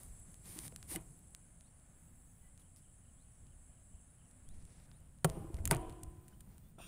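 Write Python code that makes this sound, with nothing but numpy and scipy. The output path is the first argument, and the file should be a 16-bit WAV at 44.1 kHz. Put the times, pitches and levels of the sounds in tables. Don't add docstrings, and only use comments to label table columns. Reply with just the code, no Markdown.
import sys
import numpy as np
from scipy import signal
from scipy.fft import rfft, irfft
from scipy.io import wavfile
from scipy.ndimage import uniform_filter1d

SR = 44100
rng = np.random.default_rng(int(sys.argv[2]) if len(sys.argv) > 2 else 0)


def output_pcm(signal):
    pcm = np.clip(np.atleast_2d(signal).T, -1, 1) * 32767
    wavfile.write(sys.argv[1], SR, np.round(pcm).astype(np.int16))


def nominal_scale(level):
    x = np.asarray(level, float) / 20
    return 10 ** x


N = 302965
TIME = np.arange(N) / SR
LAID_DOWN_S = 5.7
METAL_HZ, WOOD_HZ = 5600, 4570

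# frequency in Hz, level in dB, 60 dB decay in s.
BOARD_MODES = [(263, -4.5, 0.028), (367, -1.5, 0.024), (385, -3.5, 0.05), (555, -6.5, 0.046),
               (754, -2.5, 0.031), (944, -4, 0.029), (1370, -14, 0.052), (1870, -9.5, 0.015),
               (2447, -6, 0.033)]
# frequency in Hz, level in dB, 60 dB decay in s.
BAR_MODES = [(319, -22.5, 1.47), (357.4, -20.5, 1.54), (446, -16, 0.7), (702, -23, 0.94), (614, -24, 0.7),
             (657, -8, 0.37), (752, -24, 1.09), (962, -24, 0.8), (1012.4, -22.5, 1.5), (1110, -27.5, 0.6),
             (1052, -29.5, 1.2), (1475, -21, 0.087), (2050, -11.5, 0.13), (2790, -9.5, 0.374)]


def level(x, db):
    return x * nominal_scale(db) / np.sqrt(np.mean(x ** 2))


def curve(table):
    s, *columns = np.transpose(table)
    return [np.interp(TIME, s, c, left=-140, right=-140) for c in columns]


def band(x, lo_hz, hi_hz, order=2):
    sos = signal.butter(order, [lo_hz, min(hi_hz, .45 * SR)], "band", fs=SR, output="sos")
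    return signal.sosfilt(sos, x)


def band_sum(x, bands, order=2):
    return sum(nominal_scale(db) * level(band(x, hz - width / 2, hz + width / 2, order), 0)
               for hz, width, db in bands)


def coloured(table):
    hz, db = np.transpose(table)
    f = np.arange(N // 2 + 1) * SR / N + 1
    shape_db = np.interp(np.log(f), np.log(hz), db, left=-99, right=-99)
    return level(irfft(rfft(rng.standard_normal(N)) * nominal_scale(shape_db), N), 0)


def ring(x, hz, t60):
    pole = np.exp(2j * np.pi * hz / SR - np.log(1000) / (t60 * SR))
    return signal.lfilter([0, pole.imag], [1, -2 * pole.real, abs(pole) ** 2], x)


def walk(rate):
    k = int(SR / rate)
    steps = np.repeat(rng.standard_normal(N // k + 1), k)
    return 1.97 * uniform_filter1d(uniform_filter1d(steps, k), k)[:N]


def grains(spread_db):
    size = np.repeat(rng.exponential(size=N // 16 + 1), 16)[:N]
    return rng.standard_normal(N) * nominal_scale(spread_db * size)


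def thuds():
    # start in seconds, stock level in dB, stock pitch in Hz, grate level in dB.
    knocks = [(0.49, -54, 354, -82), (0.56, -47, 306, -86), (0.58, -46.5, 330, -77), (0.56, -59, 910, -78),
              (.945, -47, 770, -80), (.9595, -40.5, 2050, -80), (.9585, -39.5, 2960, -80),
              (4.89, -67, 1500, -88), (5.3, -66, 1000, -87), (0.66, -45, 154, -73), (.721, -53, 500, -62),
              (0.916, -43, 314, -83), (0.962, -34, 330, -66), (0.95, -37.5, 178, -52),
              (5.369, -40, 346, -57), (5.443, -43, 320, -62), (5.587, -56, 1470, -74),
              (5.651, -42, 280, -64), (5.829, -49, 655, -63), (5.371, -34.5, 161, -54.5),
              (5.409, -46, 290, -60.5), (5.5, -39.5, 340, -68), (5.584, -54.5, 2100, -58),
              (5.7096, -32.5, 1990, -58), (5.711, -28, 1545, -68), (5.7108, -40, 4800, -75),
              (5.7105, -25.5, 931, -59), (5.7135, -20.5, 157.5, -35), (5.713, -33, 260, -71),
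              (5.716, -32, 540, -70), (5.729, -32.5, 345, -67), (5.748, -28.5, 134, -62),
              (2.598, -70, 3900, -95), (2.618, -67, 3340, -95), (6.325, -65, 1520, -90),
              (6.784, -57, 1330, -80), (6.788, -60, 800, -78), (6.7935, -56, 1130, -80),
              (6.804, -57, 900, -82), (6.799, -50, 705, -79.5), (5.7293, -39.5, 2260, -56),
              (5.7295, -44, 2750, -70), (5.728, -33, 149, -44.5), (6.782, -71, 200, -57.5),
              (6.801, -73, 250, -58.5)]
    # start in seconds, stock dB, stock Hz, grate dB.
    landing = [
        (5.2458, -16.5, 158, -39.5),
        (5.2447, -27.5, 1356, -66),
        (5.2455, -31.5, 926, -67),
        (5.2455, -33, 1130, -70),
        (5.247, -33, 538, -64),
        (5.246, -26.5, 368, -64),
        (5.246, -31, 720, -64),
        (5.248, -33, 620, -64),
        (5.28, -34, 139, -63),
        (5.2462, -35, 3100, -70),
    ]
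    # start in seconds, level in dB, pitch in Hz, decay in s.
    bumps = [(3.94, -30.5, 58, 0.061), (4.455, -33.5, 9.9, 0.49), (4.499, -42, 51, 0.14),
             (4.577, -33.5, 82, 0.071), (5.54, -14.5, 64, 0.053), (5.596, -22, 72, 0.073),
             (5.652, -12, 77, 0.015), (5.701, -11, 59, 0.031), (6.032, -30, 73, 0.044),
             (6.074, -30, 57, 0.064), (6.179, -33.5, 97, 0.047)]
    knock_decay_s, knock_at_hz = 0.11, 148
    neighbour_db, bump_grate_db, graze_db = -8.5, -41.5, -6

    twins = [(hz * (1 + 0.0121 * rng.uniform(-1.01, 1)), db + neighbour_db, t60)
             for hz, db, t60 in BAR_MODES]
    modes = list(BOARD_MODES) + list(BAR_MODES) + twins
    first_bar = len(BOARD_MODES)
    rows = [(s, db, hz, knock_decay_s * np.sqrt(knock_at_hz / hz), grate_db)
            for s, db, hz, grate_db in list(knocks) + list(landing)]
    rows += [(s, db, hz, t60, db + bump_grate_db) for s, db, hz, t60 in bumps]

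    out, t = np.zeros(N), np.arange(SR // 4) / SR
    blows = np.zeros((len(modes), N))
    spot = rng.standard_normal((len(rows), len(modes)))
    for (s, db, hz, t60, grate_db), share in zip(rows, np.tanh(4 * spot)):
        at = int(s * SR)
        boom = -nominal_scale(db - 60 * t / t60) * np.minimum(t * hz * 0.83, 1) * np.sin(2 * np.pi * hz * t)
        out[at:at + len(t)] += boom[:N - at]
        share[first_bar:] = np.abs(share[first_bar:]) * nominal_scale(graze_db * (s < LAID_DOWN_S))
        blows[:, at:at + 64] += nominal_scale(grate_db) * np.outer(share, np.hanning(64) ** 4) / 9

    buzz = [nominal_scale(1.3 * walk(35)) for _ in range(5)]
    for k, (hz, db, t60) in enumerate(modes):
        tone = nominal_scale(db) * ring(blows[k], hz, t60)
        out += tone * buzz[k % 5] if k >= first_bar else tone
    return out


def bridge():
    # start in seconds, level in dB, 60 dB decay in s, thin rods in dB relative.
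    shivers = [
        (.47, -69, 0.9, -15),
        (.56, -69, 0.6, -22),
        (.89, -62.5, 0.46, -20),
        (5.248, -49.5, 1.18, -21),
        (5.715, -47, 0.66, -14.5),
        (5.8, -61, 1.17, -17.5),
    ]
    # centre in Hz, width in Hz, level in dB.
    loaded_span = [(313, 73, 3), (440, 62, 0), (530, 60, -6), (630, 130, -2), (774, 66, -7.5),
                   (1006, 72, -4), (1100, 135, -8.5)]
    # centre in Hz, width in Hz, level in dB.
    grazed_span = [(330.6, 32, 2), (429, 30, 2), (519, 32, -1), (640, 36, -4), (809, 40, -2.5),
                   (900, 40, -8.5), (1012, 30, -6.5), (1085, 33, -6), (1200, 60, -9.5)]

    shake = grains(1.0)
    lumps = [nominal_scale(1.5 * walk(25)) for _ in range(4)]

    def shiver(span):
        return level(sum(lumps[k % 4] * band_sum(shake, [row]) for k, row in enumerate(span)), 0)

    grazed, loaded = shiver(grazed_span), shiver(loaded_span)
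    rods = level(band(shake, 1320, 3280, order=4) + 0.8 * band(shake, 2750, 3030), 0)
    out = np.zeros(N)
    for s, db, t60, rods_db in shivers:
        fade = nominal_scale(db - 60 * np.abs(TIME - s) / t60) * np.clip((TIME - s) / 0.011, 0, 1)
        out += fade * ((grazed if s < LAID_DOWN_S else loaded) + nominal_scale(rods_db) * rods)
    return out


def ticks():
    # start in seconds, energy in dB, dull part in dB relative.
    clicks = [(.343, -31.5, -12), (0.5895, -17, -9), (0.68, -24, -9), (.7615, -22, -7.5),
              (0.8283, -28.5, -3.5), (1.3487, -24, -6.5), (1.609, -38, -5), (1.7977, -47, -8),
              (2.577, -38, -9), (2.762, -36, -14), (3.4683, -47, -3), (4.312, -41.5, -12),
              (4.489, -33, -15), (4.6528, -38, -11), (5.1868, -45, -9), (5.2556, -22, -16),
              (5.299, -22.5, -6), (5.5438, -30, -6), (5.5685, -41, 1), (5.5887, -44, -2), (5.707, -22, -28),
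              (5.7667, -23.5, -23), (6.0351, -22.5, -20), (.585, -32, -20), (5.2497, -33, 6),
              (5.9045, -39, -10), (0.7622, -29, -14)]
    # start in seconds, energy in dB, dull part in dB relative, decay in ms.
    cracks = [(.4564, -34, -10, 12), (0.9592, -13.5, -12, 12), (6.033, -26.5, -14, 2.9),
              (6.2853, -39, -14, 9), (5.2445, -12.5, -1.5, 9), (5.2462, -5, -6, 4.8),
              (5.2516, -16.5, -19, 1.3), (5.2931, -31, -7, 5), (5.6544, -7.5, -15, 3.5),
              (5.656, -22, -8, 15), (5.658, -23, -8, 8), (5.6755, -12, -10.5, 4.2), (5.677, -29, -10, 14),
              (5.7112, -0.5, -6.5, 7.2), (5.7161, -14.5, -19, 5.2), (5.7218, -16, -14, 2.7),
              (5.7258, -23, -21, 2.5), (5.732, -38, -8, 7.4), (5.748, -18, -15, 4.2),
              (5.8958, -35.5, -1.5, 14), (5.925, -40, -5, 20), (6.281, -33, -10.5, 11),
              (6.4059, -30.5, -10, 21), (6.5811, -37, -9.5, 2.9)]
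    # start in seconds, energy in dB.
    taps = [
        (0.7232, -40.5),
        (4.677, -52),
        (4.8, -49),
        (4.915, -39.5),
        (5.7602, -29),
        (6.7885, -50.5),
        (6.804, -46),
    ]
    # start in seconds, energy in dB.
    flicks = [
        (.0333, -29),
        (.2003, -39),
        (0.3186, -42),
        (1.0107, -40),
        (1.091, -53),
        (1.191, -40),
        (1.3071, -47),
        (5.0045, -47),
    ]
    click_ms, tap_ms = 2.1, 3.7

    rows = [(s, db + dull_db, db, db - 17, click_ms, METAL_HZ) for s, db, dull_db in clicks]
    rows += [(s, db + dull_db, db, db - 6, ms, WOOD_HZ) for s, db, dull_db, ms in cracks]
    rows += [(s, db, db - 14, db - 21, tap_ms, WOOD_HZ) for s, db in taps]
    rows += [(s, db - 16, db - 2.5, db, click_ms, METAL_HZ) for s, db in flicks]

    out, t = np.zeros(N), np.arange(512) / SR
    for s, *parts_db, decay_ms, dull_top_hz in rows:
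        burst = rng.standard_normal(512) * np.minimum(t / 0.00041, 1)
        burst *= nominal_scale(-60e3 * t / max(decay_ms, 1))
        burst[6] += 40 / max(decay_ms, 2) ** 2.2
        dull = band(burst, 1190, dull_top_hz, order=3)
        middle = -band(burst, 6060, 11700, order=3) - 2.8 * band(burst, 8400, 9560, order=1)
        bright = band(burst, 10200, 25000)
        at = int(s * SR)
        for part, db in zip((dull, middle, bright), parts_db):
            out[at:at + 512] += nominal_scale(db) * part / np.sqrt(np.sum(part ** 2))
    return out


def handling():
    slips, scrape, chatter = grains(1.8), grains(1.6), grains(1.8)
    fine = level(band(slips, 8460, 14400) + 2.2 * band(slips, 9050, 10300), 0.75)
    coarse = level(band(scrape, 1600, 7600) + 0.53 * band(scrape, 1800, 2600), 0.15)
    modes = list(BOARD_MODES) + list(BAR_MODES)
    shaken = level(sum(nominal_scale(db) * ring(chatter, hz, min(t60, .045)) for hz, db, t60 in modes), -3)
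    shaken += level(band(grains(1.8), 300, 1250), -2)
    return sum(part * gain for part, gain in zip((fine, coarse, shaken), effort()))


def effort():
    # start and end in seconds, final level in dB, scrape and wood in dB relative.
    rubs = [
        (.1, 0.424, -74, -6, -2.5),
        (0.418, 0.663, -62, -3, -5.5),
        (0.435, 0.68, -56, -10, -16),
        (0.65, 0.862, -72.5, -6.5, -2.5),
        (0.866, 0.959, -48.5, -9.5, -14),
        (4.5, 4.858, -90.5, 14, 11),
        (5.51, 5.606, -67.5, -6, 4),
        (5.622, 5.698, -68.5, -2, 5),
        (5.877, 6.72, -84, -1.5, 5.5),
    ]
    # start in seconds, level in dB, wood in dB relative, 60 dB decay in s.
    jolts = [(0, -61.5, -9, 0.7), (0.963, -69, 16, 0.19), (1.0, -72, -6, 1.8), (2.595, -68, -6, 0.22),
             (2.768, -64.5, -17, .15), (4.78, -79, 1, 2.6), (5.247, -38, 11.5, 0.027),
             (5.26, -63.5, 4.5, 1.3), (5.37, -83, 2, 0.45), (5.716, -47, 11.5, 0.13), (5.73, -59, 21, 0.12),
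             (5.76, -69, 11, 1.17)]
    growth_db, uneven_db, attack_s, release_s = 4, 1.6, .045, .05
    jolt_coarse_db = -9.5

    power = np.zeros((3, N))
    for start, end, db, scrape_db, wood_db in rubs:
        press_db = db - growth_db * np.clip((end - TIME) / (end - start), 0, 1)
        press_db -= 60 * np.maximum(TIME - end, 0) / release_s
        gain = nominal_scale(press_db + uneven_db * walk(30)) * np.clip((TIME - start) / attack_s, 0, 1)
        power += np.outer(nominal_scale([0, scrape_db, wood_db]), gain) ** 2
    for s, db, wood_db, t60 in jolts:
        gain = nominal_scale(db - 60 * np.abs(TIME - s) / t60) * (TIME >= s)
        power += np.outer(nominal_scale([0, jolt_coarse_db, wood_db]), gain) ** 2
    return np.sqrt(power)


def singing_stock_and_scuff():
    start, end, sing_db = .915, .964, -59.5
    # centre in Hz, width in Hz, level in dB.
    stock_body = [(800, 70, 1), (1730, 50, -4), (2020, 110, 3), (2190, 50, -4), (2880, 130, -2),
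                  (3760, 80, -10)]
    # time in seconds, scuff level in dB.
    scuff = [
        (6.778, -100.5),
        (6.786, -65.5),
        (6.808, -62.5),
        (6.818, -58.5),
        (6.87, -59.5),
    ]
    # centre in Hz, width in Hz, level in dB.
    scuff_body = [(650, 520, -4), (1480, 560, -1), (2680, 390, 4.5), (3370, 700, 2), (4700, 470, -16),
                  (5640, 670, -11), (7000, 700, -12), (9050, 650, 2.5)]

    rub = grains(.9)
    song = level(band_sum(rub, stock_body, order=1), sing_db)
    song *= np.clip((TIME - start) / (end - start), 0, 1) * nominal_scale(-60 * np.maximum(TIME - end, 0) / 0.12)
    hollow = level(band_sum(rub, scuff_body), 0)
    hollow += nominal_scale(-8.0) * level(band(rub, 1300, 8000, order=1), 0)
    hollow += 0.34 * level(band(rub, 5300, 18700, order=1), 0)
    return song + hollow * nominal_scale(curve(scuff)[0])


def gliding_notes(notes):
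    out, waver_hz = np.zeros(N), 3000 * 0.007 * walk(120)
    for s, length, start_hz, end_hz, db in notes:
        n, at = int(length * SR), int(s * SR)
        hz = np.linspace(start_hz, end_hz, n) + waver_hz[at:at + n]
        out[at:at + n] += nominal_scale(db) * np.hanning(n) ** 0.25 * np.sin(2 * np.pi * np.cumsum(hz) / SR)
    out *= 1.1 * nominal_scale(1.4 * walk(90))
    return out + .4 * np.roll(out, 310) + .15 * np.roll(out, 900)


def rubber_squeaks():
    # start in seconds, pitch in Hz, level in dB.
    squeaks = [
        (4.645, 9500, -77),
        (4.95, 9550, -71),
        (5.04, 9450, -77),
        (5.33, 8800, -69),
        (5.37, 9700, -74),
        (5.37, 9300, -78),
        (5.79, 9700, -65),
        (5.79, 9300, -64),
        (6.09, 8400, -79),
    ]
    return gliding_notes([(s, .04, hz, hz, db) for s, hz, db in squeaks])


def wind():
    # peak in seconds, rise in s, fall in s, buffet level in dB, flutter level in dB.
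    gusts = [(.05, 0.61, 0.82, -55.5, -68.5), (.65, 0.33, 0.3, -82.5, -55), (.86, 0.091, .08, -54.5, -74),
             (0.962, 0.091, 0.25, -56, -57), (3.43, 0.055, 0.25, -55.5, -86), (4.5, 0.077, 1, -55.5, -65),
             (5.3, 0.052, 0.31, -44.5, -48.5), (5.642, 0.13, 0.24, -38, -52.5),
             (5.798, 0.19, 0.18, -53, -54), (6.048, 0.083, 0.08, -46.5, -58),
             (6.162, 0.089, 0.12, -65, -60), (6.398, 0.34, 0.4, -60, -61), (6.87, 0.31, .2, -60, -60)]
    buffet_power, flutter_power = nominal_scale(-62.5) ** 2, nominal_scale(-69) ** 2
    for s, rise, fall, buffet_db, flutter_db in gusts:
        swell = nominal_scale(-15 * np.maximum((s - TIME) / rise, (TIME - s) / fall))
        buffet_power = buffet_power + (nominal_scale(buffet_db) * swell) ** 2
        flutter_power = flutter_power + (nominal_scale(flutter_db) * swell) ** 2
    buffet = level(band(rng.standard_normal(N), 10.7, 83.6), 0) * np.sqrt(buffet_power)
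    flutter = level(band(grains(1.0), 86, 187.7), 0) * np.sqrt(flutter_power)
    return buffet + flutter * nominal_scale(1.0 * walk(25))


def cricket(cricket_db):
    cricket_hz, strokes_per_s = 6590, 100
    chirp_s, first_gap_s = .1326, .121
    in_chirp = ((TIME - first_gap_s) / chirp_s + 0.043 * walk(2.9)) % 1
    chirp = np.clip(np.minimum(in_chirp - .02, .98 - in_chirp) * 8, .5, 1)
    stroke = np.clip(np.sin(np.pi * TIME * strokes_per_s) ** 2 + 0.14, 0, 1)
    wing = np.sin(2 * np.pi * cricket_hz * TIME + 1.1 * walk(60))
    wing += .7 * level(band(rng.standard_normal(N), 6330, 6720), 0)
    return level(wing * stroke * chirp * nominal_scale(1.35 * walk(30)), 0.83) * nominal_scale(cricket_db + 1.0)


def cicadas(choirs_db):
    # centre in Hz, width in Hz.
    choirs = [(7796, 670), (9500, 1360), (9270, 560)]
    out = np.zeros(N)
    for (hz, width), db in zip(choirs, choirs_db):
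        choir = level(band(grains(0.99), hz - width / 2, hz + width / 2, order=3), 0.39)
        out += choir * nominal_scale(db + 0.91 * walk(12))
    return out


def katydid():
    # centre in Hz, width in Hz, level in dB.
    wing_bands = [(12600, 500, -2), (13650, 350, 0), (14500, 500, -1), (15300, 400, 0)]
    # start and end in seconds, level in dB.
    songs = [
        (1.85, 2.5, -80.5),
        (6.1, 6.74, -77.5),
    ]
    stutter_start, stutter_end, stutter_per_s, stutter_db = 6.05, 6.25, 62, -77
    rasp = grains(1.5)
    voice = level(sum(nominal_scale(1.4 * walk(7.1)) * band_sum(rasp, [row], order=1) for row in wing_bands), 0)
    out = np.zeros(N)
    for start, end, db in songs:
        out += voice * nominal_scale(db) * np.clip(np.minimum(TIME - start, 5 * (end - TIME)) / 0.18, 0, 1)
    stutter = np.maximum(np.sin(2 * np.pi * stutter_per_s * TIME), 0) ** 3
    stutter *= (TIME > stutter_start) * (TIME < stutter_end)
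    return out + stutter * level(band(rasp, 14000, 15400), stutter_db)


def wing_buzz():
    start, decay_s = 2.762, 0.2
    fade = nominal_scale(-60 * np.abs(TIME - start) / decay_s) * (TIME > start)
    return level(band(grains(1.5), 4700, 5500), -75.5) * fade


def birds():
    # start in seconds, length in s, start pitch in Hz, end pitch in Hz, level in dB.
    whistles = [
        (1.13, .08, 2900, 4500, -87),
        (1.61, .09, 3000, 4800, -84),
        (2.425, .08, 1960, 2000, -80),
        (2.57, .1, 2400, 3160, -89),
        (3.165, .072, 3060, 4450, -83),
        (4.455, .075, 2900, 4200, -78.5),
        (4.905, .08, 3000, 4550, -83),
        (4.085, .012, 4000, 3700, -84),
        (6.33, .015, 3010, 3040, -72),
        (6.63, .063, 3400, 3600, -83),
    ]
    # start in seconds, level in dB.
    trills = [
        (1.665, -83),
        (2.32, -84),
        (3.31, -83),
        (4.24, -82),
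    ]
    # start in seconds, level in dB.
    warbles = [(2.41, -83.5), (2.59, -85), (2.82, -85), (3.02, -86), (3.24, -87), (3.452, -84), (3.7, -85),
               (3.915, -84), (4.18, -84), (4.72, -88), (4.99, -88)]
    notes = list(whistles)
    for s, db in trills:
        notes += [(s + .005 + 0.033 * k, .012, 6000, 5350, db - 2.5) for k in range(3)]
    for s, db in warbles:
        notes += [(s + 0.048 * k, .018, 2850, 3200, db - .8) for k in range(2)]
        fall_hz = 2800 - 250 * (s > 3)
        notes += [(s + 0.021 + 0.045 * k, .022, 3250, fall_hz, db + .8) for k in range(2)]
    return gliding_notes(notes)


def far_hum_and_air(hum_db, air_db):
    # frequency in Hz, level in dB per Hz.
    hum = [(130, -12), (200, -9.5), (260, 5.5), (330, -28), (420, -14), (560, -5.5), (700, -5.5),
           (1000, -11), (1600, -12), (2500, -17), (4000, -25.5), (5500, -28.5)]
    # frequency in Hz, level in dB per Hz.
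    air = [(2000, -12), (3000, 1.5), (4500, -5), (6000, -3), (8000, 9.5), (10500, -0.5), (11500, -2.5),
           (15500, 0), (16000, 9)]
    swell_db = .6 * walk(6)
    return coloured(hum) * nominal_scale(hum_db - 2.0 + swell_db) + coloured(air) * nominal_scale(air_db - 5.5)


def surroundings():
    # time in seconds, shade in dB.
    shade = [(0, 1.5), (.4, -2.5), (1.1, -3), (1.8, -7), (3.2, -7.5), (4.06, -6), (4.7, -8.5),
             (5.28, -15.5), (5.8, -7), (6.37, -19.5), (6.87, -27)]
    # open level in dB, share of shade felt.
    layers = [(-80.5, 1.05), (-72.5, 0.19), (-74.5, 0), (-67.5, 1.02), (-66, 0.99), (-75.5, 0.21)]
    shade_db = curve(shade)[0]
    cricket_db, hum_db, air_db, *choirs_db = (db + share * shade_db for db, share in layers)
    insects = cricket(cricket_db) + cicadas(choirs_db) + katydid() + wing_buzz()
    return insects + far_hum_and_air(hum_db, air_db)


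def scene():
    top = signal.ellip(8, .2, 60, 15520, fs=SR, output="sos")
    edges = ticks()
    crossbow = thuds() + bridge() + handling() + singing_stock_and_scuff() + rubber_squeaks()
    mix = crossbow + wind() + birds() + surroundings() + 0.65 * edges
    return (signal.sosfilt(top, mix) + 0.17 * edges)[None]


def roll_off(x):
    return signal.sosfilt(signal.butter(12, 16790, fs=SR, output="sos"), x)


def record(dry):
    limit = signal.ellip(8, .2, 60, 16600, fs=SR, output="sos")
    rounded = .45 * np.tanh(dry / .45)
    return roll_off(signal.sosfilt(limit, rounded))


dry = scene()
out = record(dry)
output_pcm(out)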